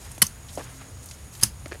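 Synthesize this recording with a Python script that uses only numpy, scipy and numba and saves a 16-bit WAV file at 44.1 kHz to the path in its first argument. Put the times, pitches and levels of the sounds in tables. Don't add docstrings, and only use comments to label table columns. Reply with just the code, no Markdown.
import sys
import numpy as np
from scipy import signal
from scipy.io import wavfile
from scipy.ndimage import uniform_filter1d
from numba import njit

SR = 44100
rng = np.random.default_rng(int(sys.argv[2]) if len(sys.argv) > 2 else 0)


def boost_factor(decibels):
    exponent = np.asarray(decibels, float) / 20
    return 10 ** exponent


def transcribe(signal):
    frames = np.atleast_2d(signal).T
    limited = np.clip(frames, -1, 1)
    pcm = np.round(limited * 32767).astype(np.int16)
    wavfile.write(sys.argv[1], SR, pcm)


N = 79380

# [f/Hz, density/dB per Hz]
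AIR_SPECTRUM = [(30, -9), (60, -5.5), (200, -14.5), (500, -17), (1500, -21), (4500, -28), (10000, -22.5),
                (16000, -27.5)]
AIR_DB = -48.5

# [f/Hz, width/Hz, level/dB]
DRONE_BANDS = [(98.2, 27, -55.5), (125.5, 16.7, -52.5), (162, 90, -60)]
# [t/s, level/dB]
ENGINE_LOAD = [(0, -50), (.104, -38.5), (.18, -52), (.26, -39), (.3, -46), (.4, -44.5), (.55, -44),
               (.65, -43), (.866, -51.5), (.946, -41.5), (1.042, -49.5), (1.092, -43.5), (1.208, -50),
               (1.242, -40.5), (1.288, -48), (1.488, -42.5), (1.678, -42.5), (1.8, -47)]
THROB_HZ, THROB_WIDTH_HZ = 66.9, 37
THROB_EVENNESS = .7
# [t/s, length/s, f/Hz, level/dB]
MOANS = [
    (0.712, .15, 261, -52),
    (.93, 0.082, 258.4, -56.5),
]

CRICKET_HZ, CRICKET_WIDTH_HZ, CRICKET_DB, CRICKET_THROB_HZ = 6735, 410, -57, 28
CICADA_HZ, CICADA_SWEEP_HZ, CICADA_DB = 9000, 650, -58
CICADA_PERIOD_S, CICADA_START_S = .187, .735

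# [t/s, length/s, level/dB, f/Hz]
RUSTLES = [(0, 0.063, -51, 8240), (0, 0.14, -56, 1520), (0.08, 0.091, -53.5, 9000),
           (0.482, 0.024, -48.5, 3540), (0.486, 0.15, -49, 8100), (0.574, 0.041, -41, 560),
           (0.59, 0.043, -56, 2500), (0.625, 0.097, -53, 1210), (0.683, .09, -52, 8240),
           (0.77, 0.099, -54.5, 1200), (1.012, .12, -50, 8850), (1.315, 0.085, -51, 9000),
           (1.643, 0.11, -61, 5900), (1.717, 0.012, -46, 1740), (1.734, 0.016, -54, 2450),
           (1.432, 0.039, -52, 2450), (1.425, 0.019, -37.5, 940)]
# [t/s, level/dB, f/Hz, t60/s, width/centre]
SPLINTER_TICKS = [(0.1163, -39, 9250, 0.046, 0.79), (0.1815, -37, 9000, 0.029, 1.1),
                  (.197, -50, 11000, .01, .5), (0.2667, -30, 6200, 0.02, 0.4),
                  (.2668, -28, 11800, .015, 0.21), (0.268, -37, 9000, .025, 0.44),
                  (0.5526, -39.5, 6270, 0.042, 0.27), (.5518, -38, 10300, 0.027, 0.29),
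                  (0.5751, -40, 3470, .015, 0.32), (0.58, -42, 5140, 0.024, 0.27),
                  (1.042, -44, 9000, 0.019, 0.77), (1.0592, -36, 10300, 0.027, 0.91),
                  (1.074, -57, 9500, .02, .5), (1.0875, -38.5, 5900, 0.018, 0.55),
                  (1.111, -36.5, 3700, 0.045, 2.3), (1.1114, -42, 9400, 0.023, 0.24),
                  (1.3503, -39.5, 6000, 0.047, 3.5), (1.3982, -43.5, 2800, 0.052, 1.2),
                  (1.4111, -37, 9900, .03, .35), (1.4448, -33, 10100, 0.012, 0.25),
                  (1.659, -47, 6000, .02, 1.2), (1.681, -42.5, 8800, 0.026, 0.98),
                  (1.741, -42, 9900, 0.014, 0.56)]

# [t/s, level/dB, low mode f/Hz, high mode f/Hz, high mode level/dB]
KNOCKS = [(0.1797, -34.5, 310, 650, 7.5), (.5835, -39, 507, 2090, 2), (.595, -32.5, 520, 1780, -6),
          (.6015, -37, 635, 1530, -9), (0.6097, -38, 980, 1700, 5), (1.659, -30.5, 620, 2090, -3),
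          (1.6604, -32, 298, 1420, -4), (1.6622, -40.5, 560, 2160, 5), (1.671, -50, 500, 1600, 8),
          (1.715, -33.5, 484, 1730, 0), (1.7205, -26, 382, 1760, 4), (1.727, -36, 640, 1620, 5),
          (1.7293, -39, 507, 1650, 3), (1.730, -39.5, 450, 2450, 8), (1.7414, -44, 390, 1810, 3),
          (1.747, -36, 580, 1870, -1), (1.7552, -36.5, 470, 1920, 1)]
# [f/Hz, level/dB, t60/s]
STICK_MODES = [(2450, -6, 0.0072), (4340, -17.5, 0.0081), (2980, -11, .004)]
KNOCK_LOW_T60_S, KNOCK_HIGH_T60_S = .024, .007
CONTACT_S, CONTACT_DB = .0002, 4

# [t/s, rise/s, hold/s, t60/s, level/dB]
FIRST_BLOW = [
    (.2166, 0.0011, 0.00088, 0.015, -18.5),
    (.2182, 0.001, 0.0073, 0.013, -11),
]
SECOND_BLOW = [
    (1.4265, 0.002, 0.0063, 0.022, -24.5),
    (1.4330, 0.00082, 0.0013, 0.023, -11),
]
# [t/s, rise/s, hold/s, t60/s, level/dB]
FRAY = [
    (.2290, 0.00085, 0.003, 0.16, -28),
    (1.4105, 0.0025, 0.022, 0.072, -36),
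    (1.4420, 0.0014, 0.011, 0.15, -33),
]
# [f/Hz, width/Hz, level/dB]
FIRST_BODY = [(1200, 1350, -14), (1920, 400, -7), (3160, 200, -9), (4340, 550, -6), (5900, 910, -7),
              (7970, 1300, -7), (9700, 760, 1), (11300, 1700, -2), (13600, 2200, -6.5), (15350, 550, -4)]
# [f/Hz, width/Hz, level/dB]
SECOND_BODY = [(1700, 1700, -13), (2570, 790, -5), (5050, 500, 6), (6210, 240, 5.5), (7640, 980, 0.5),
               (9400, 540, 9), (11000, 3500, 1), (13300, 900, 5), (14400, 1200, -1)]
# [f/Hz, width/Hz, level/dB]
FRAY_BODY = [(1290, 1100, -10.5), (2850, 870, -6), (4800, 940, -3.5), (6200, 1300, -1), (9670, 1750, -1),
             (11800, 2000, -4), (14000, 3400, -5)]
BROAD_DB, GRAIN_DB, TEAR_LOW_HZ = -19, 3.5, 760

# [f/Hz, width/Hz, level/dB]
CRACK_SIDE_BANDS = [(6600, 1750, -25.5), (13900, 2200, -29)]
CRACK_SIDE_S, CRACK_SIDE_LENGTH_S = .2168, .0045

KICK_TIMES = [.2185, .2192, .2205, .221, .222, .2235, .231, .5748, .5750, .5752, 1.428, 1.430, 1.431, 1.433,
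              1.4335, 1.4336, 1.434, 1.4342, .2225]
# [f/Hz, level/dB, t60/s]
KICKED_MODES = [(2065, -11, 0.014), (11200, -3.5, 0.0079), (150, -27, 0.1), (520, -27, 0.038),
                (203, -24.5, 0.091), (3014, -16, 0.027), (1070, -25, 0.028), (577, -19.5, 0.02),
                (685, -32.5, 0.052), (289, -30, 0.062), (113, -23, 0.142), (560, -31.5, 0.024),
                (206, -30.5, 0.16), (311, -33, 0.073), (1706, -24.5, 0.023), (9670, -3.5, .012),
                (2740, -22.5, 0.021), (6320, -12, 0.03), (100.6, -28.5, 0.14)]
# [t/s, f/Hz, level/dB, t60/s]
FIBRE_SNAPS = [(.2192, 11900, -5.5, .014), (0.2198, 10400, -9, .005), (0.2214, 1636, -19.5, 0.022),
               (0.2252, 8200, -16, .018), (.2240, 11700, -13, .015), (.2203, 4280, -14, 0.028),
               (.2213, 10300, -7, .014), (.2222, 8950, -14, .02), (.2228, 9690, -9, .02),
               (.2240, 4660, -15.5, 0.019), (.2246, 9690, -7, 0.023), (.2250, 11200, -12, 0.018),
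               (.2258, 6040, -20, .025), (.2265, 5460, -18.5, .025), (.2275, 10400, -15, 0.013),
               (.2285, 7800, -19.5, 0.014), (.2669, 6270, -23.5, 0.02), (.2670, 9000, -30, .01),
               (.2672, 12000, -27, .012), (.2672, 4800, -34, .01), (1.4275, 4950, -22, 0.025),
               (1.4308, 10600, -20, .015), (1.4336, 4997, -10.5, 0.02), (1.433, 4750, -15.5, 0.024),
               (1.4340, 8130, -13, 0.014), (1.4348, 10870, -13.5, 0.013), (1.4342, 12000, -12.5, 0.015),
               (1.4332, 7170, -12.5, .008), (1.4370, 5350, -18, .012), (1.4392, 10000, -18, 0.0096),
               (1.4452, 9900, -16, 0.011)]

TREES_DB, TREES_T60_S = -23, .2
MIC_LOW_HZ, MIC_HIGH_HZ, TOP_HZ = 37, 12070, 15900


@njit
def svf(x, hz, width):
    y, b, l = np.empty(len(x)), 0., 0.
    for i in range(len(x)):
        g, k = np.tan(np.pi * hz[i] / SR), width / hz[i]
        v = (b + g * (x[i] - l)) / (1 + g * (g + k))
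        b, l, y[i] = 2 * v - b, l + 2 * g * v, k * v
    return y


def band(x, hz, width):
    return svf(x + 1e-18, np.minimum(hz * np.ones(len(x)), .45 * SR), 1. * width)


def unit(x):
    return x / np.sqrt(np.mean(x ** 2))


def shape(at, rise, hold, t60):
    t = np.arange(N) / SR - at
    attack = np.clip(t / max(rise, 1e-4), 0, 1) ** 2
    return attack * boost_factor(-60 * np.clip(t - rise - hold, 0, 9) / t60)


def ring(at, hz, t60):
    tone = np.sin(2 * np.pi * hz * (np.arange(N) / SR - at))
    return shape(at, 0.0002 + 0.32 / hz, 0, t60) * tone


def walk(rate):
    k = int(SR / rate)
    steps = np.repeat(rng.standard_normal(N // k + 1), k)
    return unit(uniform_filter1d(uniform_filter1d(steps, k), k)[:N])


def grit(spread_db):
    x = rng.standard_normal(N) * boost_factor(spread_db * rng.exponential(size=N))
    return x / np.sqrt(uniform_filter1d(x ** 2, size=120))


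def grain_band(hz, relative_width):
    width = relative_width * hz
    return unit(band(band(grit(3.94), hz, width), hz, width))


def air():
    out = 0
    hz_points, db_points = np.array(AIR_SPECTRUM).T
    for hz in 30 * 2 ** (np.arange(19) / 2):
        level = np.interp(np.log(hz), np.log(hz_points), db_points) + 1.35 * walk(9.6)
        noise = rng.standard_normal(N)
        out = out + boost_factor(level) * band(band(noise, hz, .5 * hz), hz, 1.18 * hz)
    return unit(out) * boost_factor(AIR_DB)


def engine_band(hz, width):
    noise = rng.standard_normal(2 * N)
    return unit(band(band(noise, hz, width), hz, 1.48 * width)[N:])


def engine():
    drone = sum(boost_factor(db + 1.53 * walk(6.1)) * engine_band(hz, width) for hz, width, db in DRONE_BANDS)

    throb = engine_band(THROB_HZ, THROB_WIDTH_HZ)
    envelope = np.abs(signal.hilbert(throb)) + 0.081
    throb = unit(throb / envelope ** THROB_EVENNESS)
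    load_s, load_db = np.array(ENGINE_LOAD).T
    throb = throb * boost_factor(np.interp(np.arange(N) / SR, load_s, load_db))

    waver = 1 + .02 * walk(8)
    swell = boost_factor(2.5 * walk(18))
    moan = 0
    for at, length, hz, db in MOANS:
        tone = np.sin(2 * np.pi * np.cumsum(hz * waver) / SR)
        moan = moan + boost_factor(db) * swell * tone * shape(at, .025, length, 0.18)
    return drone + throb + moan


def insects():
    t = np.arange(N) / SR
    throb = 1 + .25 * np.sin(2 * np.pi * CRICKET_THROB_HZ * t + 2 * walk(5))
    cricket = band(rng.standard_normal(N), CRICKET_HZ, CRICKET_WIDTH_HZ)
    cricket = unit(band(cricket, CRICKET_HZ, 0.8 * CRICKET_WIDTH_HZ) * throb)

    sweep = ((t - CICADA_START_S) / CICADA_PERIOD_S) % 1
    hz = CICADA_HZ + CICADA_SWEEP_HZ * sweep
    cicada = band(band(rng.standard_normal(N), hz, 800), hz, 1100)
    cicada = unit(cicada * (.6 + sweep))
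    return boost_factor(CRICKET_DB + .6 * walk(4)) * cricket + boost_factor(CICADA_DB + walk(3)) * cicada


def rustles():
    out = 0
    for at, length, db, hz in RUSTLES:
        stroke = shape(at, 0.15 * length, 0.89 * length, length)
        out = out + boost_factor(db + 2.8 * walk(89.8)) * grain_band(hz, 1.85) * stroke
    return out


def splinters():
    return sum(boost_factor(db) * grain_band(hz, relative_width) * shape(at, 0.00021, 0.00051, t60)
               for at, db, hz, t60, relative_width in SPLINTER_TICKS)


def knocks():
    out, t = 0, np.arange(N) / SR
    for at, db, low_hz, high_hz, high_db in KNOCKS:
        spike = np.sin(np.pi * np.clip((t - at) / CONTACT_S, 0, 1)) ** 2
        knock = boost_factor(CONTACT_DB) * spike
        knock = knock + ring(at, low_hz, KNOCK_LOW_T60_S)
        knock = knock + boost_factor(high_db) * ring(at, high_hz, KNOCK_HIGH_T60_S)
        knock = knock + sum(boost_factor(mode_db) * ring(at, hz, t60) for hz, mode_db, t60 in STICK_MODES)
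        out = out + boost_factor(db) * knock
    return out


def body_ring(x, body):
    out = boost_factor(BROAD_DB) * band(x, 6400, 10500)
    for k, (hz, width, db) in enumerate(body):
        out = out + (-1) ** k * boost_factor(db) * band(x, hz, max(width, 450))
    return out


def chop(stages, body):
    steep = signal.butter(3, TEAR_LOW_HZ, "high", fs=SR, output="sos")
    tear = signal.sosfilt(steep, grit(GRAIN_DB))
    tear = tear / np.std(body_ring(tear, body))
    force = sum(boost_factor(db) * shape(at, rise, hold, t60) for at, rise, hold, t60, db in stages)
    return body_ring(tear * force, body)


def crack_side():
    noise = 0
    for hz, width, db in CRACK_SIDE_BANDS:
        noise = noise + boost_factor(db) * unit(band(band(rng.standard_normal(N), hz, width), hz, width))
    return noise * shape(CRACK_SIDE_S, .001, CRACK_SIDE_LENGTH_S - .001, .003)


def kicked_modes():
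    return sum(boost_factor(db) * ring(at, hz, t60) for at, (hz, db, t60) in zip(KICK_TIMES, KICKED_MODES))


def fibre_snaps():
    return sum(boost_factor(db) * ring(at, hz, t60) for at, hz, db, t60 in FIBRE_SNAPS)


def scatter(near):
    trees = rng.standard_normal(N) * shape(0.0051, 0.0017, 0, TREES_T60_S)
    trees = trees / np.sqrt(np.sum(trees ** 2))
    return boost_factor(TREES_DB) * signal.fftconvolve(near, trees)[:N]


def scene():
    blows = chop(FIRST_BLOW, FIRST_BODY) + chop(SECOND_BLOW, SECOND_BODY) + chop(FRAY, FRAY_BODY)
    wood = kicked_modes() + fibre_snaps() + knocks()
    near = blows + wood + splinters() + rustles()
    mono = near + scatter(near) + insects() + engine() + air()
    side = crack_side()
    return np.array([mono + side, mono - side])


def roll_off(x):
    return signal.sosfilt(signal.butter(12, 16130, fs=SR, output="sos"), x)


def record(dry):
    low_cut = signal.butter(2, MIC_LOW_HZ, "high", fs=SR, output="sos")
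    dull = signal.butter(2, MIC_HIGH_HZ, fs=SR, output="sos")
    top_cut = signal.ellip(8, .2, 70, TOP_HZ, fs=SR, output="sos")
    mix = signal.sosfilt(np.vstack([low_cut, dull, top_cut]), dry)
    mix = np.clip(mix, -1, 1)
    return roll_off(mix)


dry = scene()
out = record(dry)
transcribe(out)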